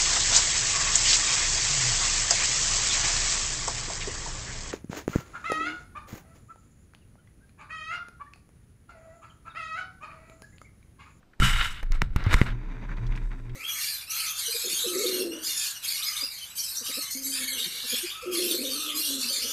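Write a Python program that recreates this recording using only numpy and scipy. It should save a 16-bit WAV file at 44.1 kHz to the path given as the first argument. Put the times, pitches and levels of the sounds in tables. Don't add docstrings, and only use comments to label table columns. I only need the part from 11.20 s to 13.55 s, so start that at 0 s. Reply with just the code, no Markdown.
import sys
import numpy as np
from scipy.fft import rfft, irfft, next_fast_len
from scipy.io import wavfile
from scipy.ndimage import map_coordinates

SR = 44100
rng = np.random.default_rng(int(sys.argv[2]) if len(sys.argv) > 2 else 0)


def dump(signal):
    limited = np.clip(np.atleast_2d(signal).T, -1, 1)
    pcm = np.round(limited * 32767).astype(np.int16)
    wavfile.write(sys.argv[1], SR, pcm)


N = 103635
TIME = np.arange(N) / SR


def amp(db):
    return 10 ** (np.asarray(db) / 20)


def unit(x):
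    return x / np.sqrt(np.mean(x ** 2) + 1e-20)


def along(points, hz):
    freqs, db = np.transpose(points)
    return amp(np.interp(np.log(hz + 1), np.log(freqs + 1), db))


def level(rows, column=1):
    rows = np.array(rows)
    return amp(np.interp(TIME, rows[:, 0], rows[:, column], left=-120))


def wobble(rate):
    return map_coordinates(rng.standard_normal(2048), [np.arange(N) * rate / SR], mode="wrap")


def coloured(x, gain):
    size = 2 * next_fast_len(len(x) + 4096)
    gains = np.maximum(gain(np.fft.rfftfreq(size, 1 / SR)), 1e-6)
    cepstrum = irfft(np.log(gains))
    cepstrum[1:size // 2] *= 2
    cepstrum[size // 2 + 1:] = 0
    return irfft(rfft(x, size) * np.exp(rfft(cepstrum)))[:len(x)]


def noise(colour):
    return unit(coloured(rng.standard_normal(N), lambda hz: along(colour, hz)))


def add(track, start_s, sound):
    part = track[int(start_s * SR):][:len(sound)]
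    part += sound[:len(part)]


def grit(rate, spread_db, hiss):
    slips = (rng.random(N) < rate / SR) * np.sign(rng.standard_normal(N))
    sizes = amp(spread_db * np.clip(rng.standard_normal(N), -2, 2))
    return unit(unit(slips * sizes) + hiss * rng.standard_normal(N))


def contact(fade_s, rattle):
    t = np.arange(4096) / SR
    burst = rng.standard_normal(len(t)) * amp(-60 * t / fade_s)
    burst *= rattle / np.linalg.norm(burst)
    burst[0] = 1
    return burst / np.linalg.norm(burst)


# f/Hz, width/Hz, level/dB
SHELL_RINGS = [(1374, 75, 11), (1574, 81, 3.5), (2140, 190, 3), (2890, 26, 11), (2956, 150, 12),
               (3520, 30, 11.5), (3762, 140, 10.5), (5320, 52, 0.5), (7040, 110, -0.5), (7960, 57, 3)]

def shell(hz, ring, modes=SHELL_RINGS):
    peaks = sum(amp(db) ** 2 / (1 + (2 * (hz - centre) / width) ** 2) for centre, width, db in modes)
    return np.sqrt(1 + peaks) ** ring


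# f/Hz, relative level/dB
WIND_COLOUR = [(25, 4), (75, -6.5), (120, -2.5), (600, -13.5), (3350, -27), (15000, -40.5)]

def air():
    return amp(-62 + wobble(0.8)) * noise(WIND_COLOUR)


# t/s, throb level/dB, hum level/dB
DRONE_LEVELS = [(1.235, -36, -43), (1.33, -25.5, -35.5), (1.41, -36.5, -40.5), (1.49, -30, -66),
                (1.58, -40, -41.5), (1.73, -30, -50), (1.83, -34.5, -31), (1.91, -21.5, -36),
                (1.98, -35.5, -38.5), (2.05, -24.5, -48), (2.15, -37, -49.5), (2.3, -39.5, -36)]
# f/Hz, level/dB
DRONE_TONES = [(192, -67), (260, -58), (306, -60.5), (366, -61), (440, -64)]

def drone():
    def tone(hz, waver, flutter_db):
        pitch = hz * (1 + waver * wobble(12))
        return unit(np.sin(2 * np.pi * np.cumsum(pitch) / SR) * amp(flutter_db * wobble(21.73)))
    upper = sum(amp(db) * tone(hz, waver=0.00654, flutter_db=4.0) for hz, db in DRONE_TONES)
    throb = level(DRONE_LEVELS) * tone(hz=32.5, waver=0.067, flutter_db=-0.5)
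    hum = level(DRONE_LEVELS, column=2) * tone(hz=119.3, waver=0.023, flutter_db=1.5)
    return throb + hum + upper * (TIME > DRONE_LEVELS[0][0])


# t/s, relative level/dB
CRUNCH_LEVELS = [(1.25, -46), (1.45, -52.5), (1.54, -48.5), (1.6, -51), (1.635, -44), (1.665, -46),
                 (1.705, -46), (1.76, -48.5), (1.93, -49), (2.02, -54), (2.35, -54)]
# f/Hz, relative level/dB
CRUNCH_COLOUR = [(200, 12.5), (480, -5.5), (800, -6), (990, 1.5), (1170, -7.5), (1600, -4), (2450, -6.5),
                 (3000, -23), (3750, -16.5), (4250, -31), (4600, -19.5), (5150, -36), (6000, -22.5),
                 (9000, -49.5)]
# t/s, relative level/dB, f/Hz
STONE_TICKS = [(0.029, -41.5, 1340), (0.134, -37.5, 1610), (1.304, -28, 2500), (1.691, -23, 1400),
               (1.714, -24, 1390), (1.769, -38.5, 3500), (1.867, -33.5, 4100), (1.923, -27, 2270),
               (1.953, -28.5, 2360), (1.96, -35.5, 5250), (1.975, -23, 1830), (2.116, -25.5, 1480),
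               (2.135, -34, 1040), (2.295, -34.5, 2400)]

def gravel():
    slips = grit(rate=290, spread_db=1.0, hiss=1.0)
    crunch = unit(coloured(slips, lambda hz: along(CRUNCH_COLOUR, hz) * shell(hz, ring=0.33)))
    lumps = amp(4.5 + 2.6 * wobble(45.47))
    out = level(CRUNCH_LEVELS) * lumps * crunch
    for start, db, centre in STONE_TICKS:
        click = contact(fade_s=0.043, rattle=2.6)
        tick = coloured(click, lambda hz: (1 + 1.65 * np.log2((hz + 1) / centre) ** 2) ** -2)
        add(out, start, amp(db + 6.5) * tick / np.linalg.norm(tick))
    return out


# t/s, relative level/dB, f/Hz, fade time/s, relative ring level/dB
FRAME_THUMPS = [(.201, -14.5, 64, 0.087, -31), (0.223, -12.5, 39.6, 0.17, -20), (.631, -25.5, 25.7, 1, -45),
                (0.705, -16, 24.3, 0.36, -50), (0.823, -8, 76.8, 0.011, -34.5),
                (.961, -6.5, 56, 0.032, -32.5), (1.066, -12.5, 100, 0.089, -38.5),
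                (1.144, -3.5, 33, 0.091, -31), (1.2151, 2.5, 124, 0.0093, -30.5)]
# f/Hz, relative level/dB, fade time/s
HOLLOW_RING = [(128, -2.5, 0.35), (189.4, -6, .24), (312, -16, 0.053)]
# t/s, level/dB
HEAVE_LEVELS = [(.195, -45), (.21, -15.5), (.29, -21.5), (.48, -31), (.6, -35), (.9, -26.5), (1.08, -34),
                (1.14, -16), (1.23, -28.5), (1.3, -28.5), (1.45, -64), (1.75, -50), (1.9, -30.5),
                (2.0, -51), (2.35, -42.5)]
# f/Hz, relative level/dB
HEAVE_COLOUR = [(10, -2), (25, 12.5), (45, -6.5), (80, -8.5), (190, -24.5), (300, -32), (600, -47),
                (1500, -105)]

def frame():
    out, t = np.zeros(N), np.arange(SR // 2) / SR
    def fading_tone(hz, db, fade_s):
        return amp(db - 60 * t / fade_s) * np.sin(2 * np.pi * hz * t)
    ring = sum(fading_tone(*row) for row in HOLLOW_RING)
    onset = 1 - np.exp(-t / 0.00042)
    for start, db, hz, fade_s, ring_db in FRAME_THUMPS:
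        thump = fading_tone(hz, db, fade_s) + amp(ring_db) * ring
        add(out, start, np.sqrt(2) * thump * onset)
    return out + level(HEAVE_LEVELS) * noise(HEAVE_COLOUR)


def squeak(peak_s=0.2245, width_s=0.0041, hz=1375, db=-13.5):
    t = TIME - peak_s
    swell = amp(db) * np.exp(-(t / width_s) ** 2)
    return swell * np.sin(2 * np.pi * hz * t + 0.24 * wobble(500))


# t/s, level/dB
DRAG_LEVELS = [(.1995, -30), (.217, -35), (.228, -23), (.285, -27.5), (.35, -30.5), (.42, -26), (.49, -36),
               (.54, -44), (.60, -44), (.622, -55.5), (.66, -69)]
RUB_LEVELS = [(.645, -54.5), (.705, -62.5), (.73, -44.5), (.755, -40.5), (.80, -59), (.825, -44.5),
              (.896, -61.5), (.955, -55.5), (.968, -42), (1.085, -39.5), (1.132, -27), (1.152, -39),
              (1.19, -33), (1.252, -43), (1.263, -34), (1.305, -43), (1.38, -74)]
CRACKLE_LEVELS = [(.1995, -37.5), (.217, -43), (.23, -32.5), (.35, -43), (.46, -42.5), (.6, -64.5),
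                  (.7, -91), (.75, -57), (.8, -82), (.83, -61), (.9, -91), (.97, -68), (1.08, -70.5),
                  (1.135, -35.5), (1.16, -51.5), (1.205, -49), (1.29, -64), (1.35, -86), (2.05, -70),
                  (2.35, -78)]
# f/Hz, relative level/dB
DRAG_COLOUR = [(250, -23), (650, -19.5), (1000, -7.5), (2090, -3.5), (2530, -8), (2900, -9), (4500, -17.5),
               (8000, -43)]
RUB_COLOUR = [(150, 1.5), (300, 1), (742, -3), (1360, 2.5), (2090, 2), (3280, -13), (3900, -9.5),
              (9000, -36.5)]
CRACKLE_COLOUR = [(2500, -38), (4800, 4.5), (9200, 2.5), (10000, -3.5), (10700, -1.5), (15500, -9)]

def scrapes():
    def stroke(levels, colour, slips, ring):
        force = level(levels) * (TIME < levels[-1][0])
        flicker = amp(1.71 * wobble(130))
        ringing = coloured(slips, lambda hz: along(colour, hz) * shell(hz, ring))
        return force * flicker * unit(ringing)
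    drag = stroke(DRAG_LEVELS, DRAG_COLOUR, grit(rate=1100, spread_db=0.5, hiss=0.6), ring=0.96)
    rub = stroke(RUB_LEVELS, RUB_COLOUR, grit(rate=3500, spread_db=3, hiss=0.63), ring=0.56)
    sharp_slips = grit(rate=2500, spread_db=3.5, hiss=0.99)
    return drag + rub + stroke(CRACKLE_LEVELS, CRACKLE_COLOUR, sharp_slips, ring=2.37)


# t/s, relative level/dB in four bands (body, crack, edge, fizz), fade time/s
SHELL_KNOCKS = [(.2, -21, -12, -33, -37, 0.013), (.629, -15, -22, -38.5, -42, 0.033),
                (0.7206, -18, -30, -19, -41, 0.0083), (0.8186, -10, -8, -18.5, -32, 0.01),
                (0.9617, -12.5, -16, -26.5, -31.5, 0.017), (1.04, -55, -41, -29.5, -51, 0.008),
                (1.0632, -23, -13, -42, -51, 0.017), (1.1409, -4.5, 0, -13.5, -26.5, 0.013),
                (1.2145, -24, -7.5, -25.5, -39, .012)]
KNOCK_BANDS = [550, 1800, 5000, 12000]
# f/Hz, width/Hz, level/dB
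PANEL_RINGS = [(970, 170, -3), (2086, 246, 8)]

def knocks(gap_s=0.000851, bounce_db=-6.5):
    out = np.zeros(N)
    for start, *bands_db, fade_s in SHELL_KNOCKS:
        colour = [(60, bands_db[0] - 10)] + list(zip(KNOCK_BANDS, bands_db))
        chatter = contact(fade_s, rattle=3.8)
        for bounce in (1, 2):
            delay = bounce * gap_s * (1 + 0.086 * rng.standard_normal())
            add(chatter, delay, amp(bounce * bounce_db) * np.hanning(8) / 2)
        knock = coloured(chatter, lambda hz: along(colour, hz) * shell(hz, ring=1, modes=PANEL_RINGS))
        add(out, start, knock)
    return amp(14.5) * out


def scene():
    return (scrapes() + squeak() + knocks() + frame() + drone() + gravel() + air())[None]


def record(dry):
    size, top_hz = next_fast_len(N + 8192), 15300
    hz = np.fft.rfftfreq(size, 1 / SR)
    return irfft(rfft(dry, size) / (1 + (hz / top_hz) ** 200), size)[:, :N]


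dry = scene()
out = record(dry)
dump(out)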